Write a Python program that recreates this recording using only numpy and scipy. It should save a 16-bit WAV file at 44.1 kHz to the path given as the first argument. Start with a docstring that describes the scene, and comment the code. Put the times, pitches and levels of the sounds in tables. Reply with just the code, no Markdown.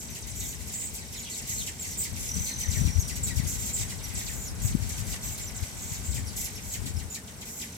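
"""Under a porch roof, hummingbirds squabble round the feeders: rasping buzzes, steep chips and thin squeaks,
all made of gliding sine partials with jittered pitch and level. One bird flies past with wings that whistle
once a stroke. Bounces and a short noise tail scatter every call; more birds twitter beyond, as endless falling
glides. Filtered noise makes the yard, the pines and a breeze whose eddies thump the left microphone port."""
import sys
import numpy as np
from scipy import signal
from scipy.fft import rfft, irfft, next_fast_len
from scipy.io import wavfile
from scipy.ndimage import uniform_filter1d

SR = 44100
rng = np.random.default_rng(int(sys.argv[2]) if len(sys.argv) > 2 else 0)


def pcm_store(signal):
    """Save signal as 16-bit PCM."""
    levels = np.round(np.clip(np.atleast_2d(signal), -1, 1) * 32767)
    wavfile.write(sys.argv[1], SR, levels.astype(np.int16).T)


N = 342638

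# What a beak radiates. Each row: frequency in Hz, gain in dB.
BEAK_RESPONSE = [(1400, 7), (2100, 2), (3200, 2), (5000, 2.5), (7300, 5.5), (9000, -2), (12000, 6),
                 (15500, 4)]


def undb(db):
    """Decibels to gain."""
    return 10 ** (np.asarray(db) / 20)


def unit(x):
    """Scale to rms 1."""
    return x / np.sqrt(np.mean(x ** 2) + 1e-20)


def curve(rows):
    """Draw a (seconds, value) table as straight lines, sample by sample."""
    s, value = np.transpose(rows)
    return np.interp(np.arange(N) / SR, s, value)


def gain_at(hz, spectrum):
    """Gain of a (Hz, dB) spectrum at the given frequencies, interpolated over log frequency."""
    f, db = np.transpose(spectrum)
    return undb(np.interp(np.log(np.maximum(hz, 1)), np.log(f), db))


def coloured(x, spectrum):
    """Filter by a (Hz, dB) spectrum."""
    size = next_fast_len(N + SR // 10)
    gain = gain_at(np.fft.rfftfreq(size, 1 / SR), spectrum)
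    return irfft(rfft(x, size) * gain, size)[..., :N]


def noise(spectrum):
    """Coloured noise of rms 1."""
    return unit(coloured(rng.standard_normal(N), spectrum))


def wander(t, rate, size=512):
    """Random values, `rate` of them a second, joined by straight lines."""
    return np.interp(t * rate % size, np.arange(size), rng.standard_normal(size))


def partial(hz, order=1):
    """One harmonic of a gliding pitch, faded out between about 17.5 and 18.5 kHz."""
    phase = 2 * np.pi * order * np.cumsum(hz) / SR
    return np.sqrt(2) * np.sin(phase) * np.clip((SR * .42 - order * hz) / 1000, 0, 1)


def fade(t, rise, fall):
    """Rounded rise and fall at the ends of t, in the unit of t."""
    fade_in = np.sin(np.pi / 2 * np.clip((t - t[0]) / rise, 0, 1))
    fade_out = np.sin(np.pi / 2 * np.clip((t[-1] - t) / fall, 0, 1))
    return fade_in * fade_out


def add(out, x, s):
    """Mix x into out from time s."""
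    i = int(round(s * SR))
    a, b = max(i, 0), min(i + len(x), N)
    if b > a:
        out[a:b] += x[a - i:b - i]


def add_call(out, call, s, pan_db, bounce=0.82, spread_s=0.023, count=6, ahead=False):
    """A sound reaches each port directly, then by a few random bounces that weaken with delay."""
    for port, side in zip(out, (1, -1)):
        # share the energy between the direct sound and its bounces
        heard = call * undb(side * pan_db / 2) / np.sqrt(1 + count * bounce ** 2 / 2)
        lag = rng.uniform(0, .0003)
        # from straight ahead, the direct sound meets both ports at once
        add(port, heard, s if ahead else s + lag)
        for path in (np.arange(count) + rng.uniform(0, 1, count)) / count:
            add(port, heard * bounce * (1 - path / 2), s + path * spread_s)


def porch(dry, t60=0.16, wet_db=-9, dull_hz=9000):
    """A short diffuse tail between roof, wall and floor: decaying noise, weaker in the top."""
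    t = np.arange(SR // 2) / SR
    decay = np.exp(-np.log(1000) * t / t60)
    tail = rng.standard_normal((2, len(t))) * decay * np.minimum(t / 0.024, 1)
    tail /= np.sqrt(np.sum(tail ** 2, axis=1, keepdims=True))
    tail = signal.sosfilt(signal.butter(1, dull_hz, fs=SR, output="sos"), tail)
    return dry + undb(wet_db) * signal.fftconvolve(dry, tail, axes=1)[:, :N]


def pines(centre_hz=800):
    """Air in the pines: a soft rush of noise, independent at each port, that slowly swells and sinks."""
    # Each row: time in seconds, level in dB.
    rush_level = [(0, -57), (1.2, -57.5), (2.6, -54), (4.0, -52.5), (5.0, -51.5), (6.3, -53.5),
                  (7.3, -55.5)]
    rush = [(centre_hz / 4, -6), (centre_hz, 0), (centre_hz * 2, -5), (centre_hz * 8, -30)]
    return np.array([noise(rush), noise(rush)]) * undb(curve(rush_level))


def yard(yard_db=-48, apart_hz=1100, side_share=0.08):
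    """Distant rumble and rustling: steady noise, nearly alike at both ports in the bass, apart above."""
    # Each row: frequency in Hz, relative density in dB per Hz.
    yard_spectrum = [(25, -19), (55, 0), (110, 0), (220, 0), (310, -10.5), (430, -8.5), (520, -14.5),
                     (950, -18.5), (1350, -39), (2500, -27), (5000, -27), (15500, -28)]
    side = noise(yard_spectrum)
    highpass = signal.butter(2, apart_hz, "high", fs=SR, output="sos")
    side = side_share * side + (1 - side_share) * signal.sosfilt(highpass, side)
    return (noise(yard_spectrum) + side * np.array([[1], [-1]])) * undb(yard_db)


def wind(breeze_db=1, right_db=-12.5, gust_db=4, buffet_db=0.5):
    """Turbulence rumbles at the exposed left port; single eddies thump it for a cycle or two."""
    # Each row: frequency in Hz, relative density in dB per Hz.
    rumble_spectrum = [(25, -20), (38, -5), (60, 0), (95, -0.5), (150, -9.5), (230, -13.5), (330, -25),
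                       (600, -36.5), (1200, -41)]
    # Rumble at the left port. Each row: time in seconds, level in dB before trim and gusts.
    breeze_level = [(0, -49.5), (.3, -44), (.8, -44.5), (1.3, -52), (1.55, -41.5), (1.8, -48.5), (2.4, -36),
                    (2.6, -42), (2.8, -29), (3.1, -35.5), (3.45, -32), (3.6, -37), (4.4, -36), (4.7, -35),
                    (5.15, -34.5), (5.5, -43.5), (5.8, -44), (6.15, -32.5), (6.55, -42), (6.95, -37),
                    (7.1, -48.5), (7.77, -62)]
    # Eddies at the left port. Each row: time in seconds, pitch in Hz, level in dB before trim.
    eddies = [(2.391, 68, -27), (2.693, 72.6, -17.5), (2.819, 143, -14), (2.857, 80, -17.5),
              (2.965, 74.4, -15.5), (2.989, 77.4, -12.5), (3.376, 84.5, -18.5), (3.401, 141, -15.5),
              (3.815, 91, -22), (4.654, 101, -14.5), (4.752, 175, -8.5), (4.828, 97, -19.5),
              (5.63, 86, -21), (5.92, 120, -25), (6.099, 74, -21.5), (6.228, 83, -26), (6.953, 75, -26),
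              (6.976, 94, -20.5)]
    t = np.arange(N) / SR
    level_db = curve(breeze_level) + breeze_db
    left, right = (noise(rumble_spectrum) * undb(level_db + gust_db * wander(t, 16)) for _ in range(2))
    for s, hz, db in eddies:
        # small eddies pass sooner: seconds from the middle until the swell has dropped to 1/e
        half = 0.0067 * (100 / hz) ** 1.75
        age = np.arange(-3 * half, 3 * half, 1 / SR)
        thump = -np.sin(2 * np.pi * hz * age) * np.exp(-(age / half) ** 2)
        add(left, thump * undb(db + buffet_db), s + age[0])
    return np.array([left, right * undb(right_db)])


def flock(flock_db=4, count=3):
    """Further birds blur into a twitter: restless falling glides that flare and fade, smeared by reflections."""
    # Each row: frequency in Hz, gain in dB.
    far_colour = [(1000, -32), (1450, -12), (2050, 4), (2900, -2), (4800, -2.5), (6000, 4), (7600, -0.5),
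                  (9400, -2), (10500, -4), (15500, 11)]
    # How busy the further birds are. Each row: time in seconds, level in dB before trim.
    busy_level = [(0.0, -48.5), (0.39, -49), (0.95, -49.5), (1.51, -48), (1.71, -51), (2.34, -46),
                  (2.46, -49.5), (2.7, -46.5), (3.22, -50.5), (4.18, -45), (4.35, -51.5), (4.57, -50),
                  (5.15, -47.5), (5.99, -49), (6.58, -49.5), (7.47, -55), (7.64, -50), (7.77, -47.5)]
    t = np.arange(N) / SR
    out = np.zeros((2, N))
    for _ in range(count):
        # around 32 glides a second, each running from 0 to 1
        glide = np.cumsum(32 * undb(5 * wander(t, 25))) / SR % 1
        hz = 1600 * 9 ** (1 - glide) * (1 + .06 * wander(t, 1000, size=8192))
        # a glide lingers in the lows, so its top is lifted to spread the energy evenly
        voice = partial(hz) * np.sqrt(hz * np.sin(np.pi * glide))
        voice = voice * undb(3 * wander(t, 40))
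        add_call(out, voice, 0, 0, bounce=0.72)
    twitter = unit(coloured(porch(out, wet_db=-5.5), far_colour))
    return twitter * undb(curve(busy_level) + flock_db)


def excitement(near, answer_s=0.079, join_in=0.41, calm=0.11):
    """The further birds flare up with the calls at the feeders and hush in the gaps: a gain of rms 1."""
    loudness = uniform_filter1d(np.mean(unit(near) ** 2, axis=0), int(answer_s * SR))
    return unit((np.abs(loudness) + calm) ** (join_in / 2))


def tick(ring_s=0.0042, dull_hz=6000):
    """Two small dry clicks: noise that dies within milliseconds, with a softened top."""
    # Each row: start in seconds, level in dB before bounces and softening.
    clicks = [(5.142, -29), (5.162, -33)]
    t = np.arange(SR // 50) / SR
    out = np.zeros((2, N))
    for s, db in clicks:
        click = rng.standard_normal(len(t)) * np.exp(-t / ring_s)
        add_call(out, click * undb(db), s, 0, bounce=.15)
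    return signal.sosfilt(signal.butter(1, dull_hz, fs=SR, output="sos"), out)


def wings(beat_hz=42, sharpness=2.6, blur_s=0.5, bend_hz=90, waver_hz=125, wing_db=-1):
    """Air whistles through the wing tips once a stroke; the strokes blur together as the bird flies off."""
    # Whistle of the feathers. Each row: time in seconds, middle pitch in Hz, level in dB before trim.
    whistle = [(2.281, 5880, -40), (2.297, 5840, -37.5), (2.391, 6100, -39), (2.571, 6060, -41),
               (2.64, 6000, -36.5), (2.722, 5980, -44), (2.84, 5800, -42.5), (3.17, 5730, -48)]
    s, pitch_hz, db = np.transpose(whistle)
    t = np.arange(0, s[-1] - s[0], 1 / SR)
    stroke = 2 * np.pi * np.cumsum(beat_hz * (1 + 0.048 * wander(t, 10.9))) / SR
    hz = np.interp(t + s[0], s, pitch_hz)
    hz = hz + bend_hz * np.sin(stroke) + waver_hz * wander(t, 700)
    # sharp pulses of even power, flattening with time
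    depth = .5 + sharpness * np.exp(-t / blur_s)
    pulses = np.exp(-depth * np.cos(stroke)) / np.sqrt(np.i0(2 * depth))
    size = pulses * undb(np.interp(t + s[0], s, db) + wing_db)
    out = np.zeros((2, N))
    add_call(out, partial(hz) * size * fade(t, .005, .03), s[0], 0, bounce=0.24, ahead=True)
    return out


def squeaks(squeak_db=-3, flicker_db=2, quaver_hz=170, hoarse=1.2, crest=0.242):
    """Whistles with an octave above rise a little, then droop; the lower they are, the rougher their pitch."""
    # Each row: start in seconds, length in seconds, top pitch in Hz before jitter,
    # share of that pitch lost by the end (0-1), level in dB before trim.
    calls = [(0.089, 0.055, 6170, 0.13, -47), (0.402, 0.053, 3800, 0.08, -47),
             (1.158, 0.035, 3890, 0.24, -45), (1.162, 0.057, 6930, 0.04, -42),
             (1.228, 0.033, 4100, 0.43, -45), (1.262, 0.032, 3130, 0.13, -45.5),
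             (1.314, 0.039, 4300, .18, -44), (1.572, 0.056, 4240, 0.3, -41),
             (1.792, 0.043, 7600, 0.16, -39), (1.907, 0.031, 6050, 0.3, -42.5),
             (2.462, 0.081, 4210, 0.07, -44), (2.993, 0.023, 6500, 0.17, -33),
             (4.035, 0.019, 5820, 0.05, -38), (4.4, .075, 7210, 0.1, -41.5),
             (4.466, 0.023, 5950, .2, -40.5), (5.411, 0.054, 7230, 0, -41),
             (5.463, .026, 6130, 0.16, -41.5), (6.269, 0.017, 5700, 0.27, -41),
             (6.553, 0.017, 5700, .11, -40.5), (6.964, 0.014, 5420, .05, -42.5),
             (7.098, 0.059, 7100, 0.07, -41)]
    # Strength of the octave. Each row: top pitch in Hz, gain in dB.
    octave_gain = [(4200, -15.5), (5600, -2.5), (6500, -5.5), (7300, -7)]
    out = np.zeros((2, N))
    for start, length, top_hz, droop, db in calls:
        t = np.arange(0, max(length, .008), 1 / SR)
        # the pitch peaks at the crest, a share of the length
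        hz = top_hz * (1 - droop * ((t / t[-1] - crest) / (1 - crest)) ** 2)
        hz = hz + quaver_hz * (6000 / top_hz) ** hoarse * wander(t, 994)
        tone = partial(hz) + gain_at(top_hz, octave_gain) * partial(hz, order=2)
        size = unit(fade(t, .15 * t[-1], 0.1 * t[-1]) * undb(flicker_db * wander(t, 140)))
        add_call(out, tone * size * undb(db + squeak_db), start, 0, bounce=0.47, ahead=True)
    return out


def buzz(length, pitch_hz, bright_db, rate_hz=118, rough=0.407, throb=0.16, flicker_db=3,
         overtone_db=-1, arch_hz=350, voice_top_hz=8560, swing_share=0.712):
    """The syrinx throws its pitch up and lets it fall about 120 times a second, never twice alike."""
    t = np.arange(0, max(length, .01) + 0.003, 1 / SR)
    cycle = 2 * np.pi * np.cumsum(rate_hz * (1 + 0.135 * wander(t, 24.7))) / SR
    saw = np.sin(cycle) + 0.44 * np.sin(2 * cycle)
    # the pitch swings less widely the nearer it lies to the top of the voice
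    swing_hz = swing_share * (voice_top_hz - pitch_hz)
    hz = pitch_hz + swing_hz * (0.895 * saw + rough * wander(t, 1300))
    hz = hz + arch_hz * (np.sin(np.pi * t / t[-1]) - .8)
    ground = partial(hz) * gain_at(hz, BEAK_RESPONSE) / undb(7.0)
    # the overtone is strongest at the bottom of each swing
    overtone = undb(bright_db + overtone_db) * partial(hz, order=2) * (1 - .5 * saw)
    size = fade(t, 0.026 * t[-1], 0.34 * t[-1]) * (1 - throb * np.cos(cycle))
    return (ground + overtone) * unit(size * undb(flicker_db * wander(t, 165)))


def chips(end_hz=1550, knee_hz=6000, linger=.3, chip_db=2.5, overtone_db=-2.5, roll_db=-3.5, decay=0.26,
          rasp=0.0312, flicker_db=3, rasp_lead_s=0.005, rasp_s=0.0438, rasp_hz=6810, rasp_db=2.5):
    """With a short rasp the pitch plunges, then curls out below 2 kHz; harmonics follow through the beak."""
    # Each row: time in seconds when the pitch falls through 6 kHz, fall time in ms,
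    # level in dB before trim, harshness in dB that lifts overtones and rasp.
    calls = [(0.15, 6.1, -49.5, 0.5), (0.272, 4.3, -53.5, 5), (0.523, 5.1, -53.5, -29),
             (0.598, 4.2, -57.5, 6.5), (0.673, 7.4, -59, 9.5), (0.721, 10, -56, 6), (0.943, 26, -58, 10),
             (1.126, 10.8, -53.5, 1.5), (1.369, 15, -57, 3), (1.477, 13.7, -54.5, 5),
             (1.665, 7.4, -45, 1.5), (1.825, 13, -53.5, 6), (2.037, 9.6, -51, 6), (2.162, 6.4, -52.5, 2.5),
             (2.349, 15, -61, 10), (2.458, 15, -47.5, 0), (2.593, 17, -50, 6), (2.714, 17, -48.5, -7),
             (2.856, 14.3, -50, -1), (3.079, 11.5, -50.5, 6), (3.159, 5.9, -49.5, 4.5),
             (3.266, 15, -50, 6.5), (3.362, 14, -49, 4.5), (3.662, 7.3, -57, 11), (3.769, 16, -52.5, 5),
             (3.807, 12, -51, -2), (3.896, 9.3, -51.5, 3.5), (4.086, 7.9, -55.5, 2), (4.19, 8, -50, 1),
             (4.262, 12, -51, -14), (4.673, 6.6, -48.5, 0.5), (4.817, 5.5, -53, 3.5), (4.893, 4.8, -52, 8),
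             (4.977, 4.8, -49.5, 3.5), (5.072, 8.5, -56, 5), (5.122, 7.6, -47, -11), (5.378, 9.4, -54, 4.5),
             (5.626, 6.5, -51, 0.5), (5.925, 9.3, -57.5, 9.5), (6.146, 11.4, -50, 2), (6.453, 8, -51, -6),
             (6.572, 6.8, -51.5, -16), (6.735, 5.9, -45, -3), (6.86, 4.3, -46.5, 0), (6.99, 9.2, -54, -2.5),
             (7.146, 7.9, -47.5, -1.5), (7.275, 5.8, -53, -6), (7.413, 6, -51.5, -3.5),
             (7.457, 11, -58, 6.5), (7.612, 7.6, -48, -12)]
    out = np.zeros((2, N))
    for (s, fall_ms, db, bright_db), pan_db in zip(calls, rng.standard_normal(len(calls))):
        fall = fall_ms / 1000
        # age counts in fall times
        age = np.arange(-.8 * fall, 4.86 * fall, 1 / SR) / fall
        drop = (1 - linger) * np.exp(-1.3 * age) + linger * np.exp(-age / 2)
        hz = (end_hz + (knee_hz - end_hz) * drop) * (1 + rasp * wander(age * fall + 1, 1000))
        overtones = sum(partial(hz, order=k) * gain_at(k * hz, BEAK_RESPONSE) * undb(roll_db * (k - 1.5))
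                        for k in range(2, 6))
        # the overtones build up after the onset and die sooner than the low tail
        dying = np.exp(-decay * (age - 1))
        overtones = overtones * fade(age, 0.96, .5) * undb(bright_db + overtone_db) * dying
        tone = partial(hz) * gain_at(hz, BEAK_RESPONSE) + overtones
        size = fade(age, 1.0, 3.53) * dying * undb(flicker_db * wander(age * fall + 1, 400))
        add_call(out, tone * size * undb(db + chip_db), s + age[0] * fall, pan_db, bounce=1.0)
        harsh = buzz(rasp_s, rasp_hz, bright_db=-8) * undb(db + bright_db + rasp_db)
        add_call(out, harsh, s - rasp_lead_s, pan_db)
    return out


def buzzes(buzz_db=-2.0, pan_db=-1.0):
    """Scolding buzzes round the feeders, from brief to drawn out, a little to the right."""
    # Each row: nominal start in seconds (2 ms late), nominal length in seconds (3 ms short), middle pitch in Hz,
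    # level in dB before trim, overtone in dB before trim.
    calls = [(0, 0.048, 7020, -41.5, -8), (0.353, 0.2, 7060, -38.5, -4), (0.736, 0.17, 7580, -37, -8),
             (1.3, 0.11, 7050, -38, -10), (1.486, 0.17, 7030, -34.5, -7), (1.853, 0.1, 6900, -40, -6),
             (1.974, 0.063, 7660, -31.5, -2), (2.193, 0.15, 6900, -40.5, -3),
             (2.369, 0.15, 7100, -37.5, -4), (2.577, 0.082, 7350, -46, -3), (2.702, 0.12, 7140, -39, -4),
             (3.232, 0.022, 7560, -28.5, -14), (3.469, 0.098, 6850, -34.5, -3),
             (3.583, .14, 7100, -36.5, -4), (3.732, 0.04, 7600, -30.5, -10),
             (3.785, 0.052, 7020, -34.5, -7), (4.159, 0.025, 7420, -35, -9), (4.209, 0.27, 7160, -42.5, -3),
             (4.619, .084, 7080, -36, -4.5), (5.084, 0.055, 6900, -42, -0.5),
             (5.229, 0.14, 7170, -39.5, -2.5), (5.555, 0.027, 7220, -38.5, -10),
             (5.768, 0.25, 7130, -42, -7), (6.046, 0.17, 7460, -41, -7), (6.365, 0.11, 6920, -35.5, -0.5),
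             (6.634, 0.091, 6900, -43.5, -2), (6.718, .03, 7100, -34.5, -2), (7.478, 0.19, 6940, -42.5, -1)]
    out = np.zeros((2, N))
    for start, length, pitch_hz, db, bright_db in calls:
        add_call(out, buzz(length, pitch_hz, bright_db) * undb(db + buzz_db), start - .002, pan_db)
    return out


def scene():
    """The birds under the roof, more birds and the yard beyond, the wind on the microphone."""
    near = chips() + buzzes() + squeaks()
    under_roof = porch(near + wings() + tick())
    beyond = flock() * excitement(near) + yard() + pines()
    return under_roof + beyond + wind()


def record(dry):
    """The microphone adds its colour and the recorder cuts the top steeply."""
    # Colour of the microphone in its port. Each row: frequency in Hz, gain in dB.
    port_colour = [(20, -10), (42, 3), (1380, 0.5), (1500, 6), (1680, 2), (2050, 4.5), (2500, 1),
                   (6800, 1.5), (8100, 8), (8650, 2.5), (9400, 7), (10300, 1.5), (15500, -3)]
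    top_cut = signal.ellip(10, .2, 80, 15900, fs=SR, output="sos")
    return signal.sosfilt(top_cut, coloured(dry, port_colour))


dry = scene()
out = record(dry)
pcm_store(out)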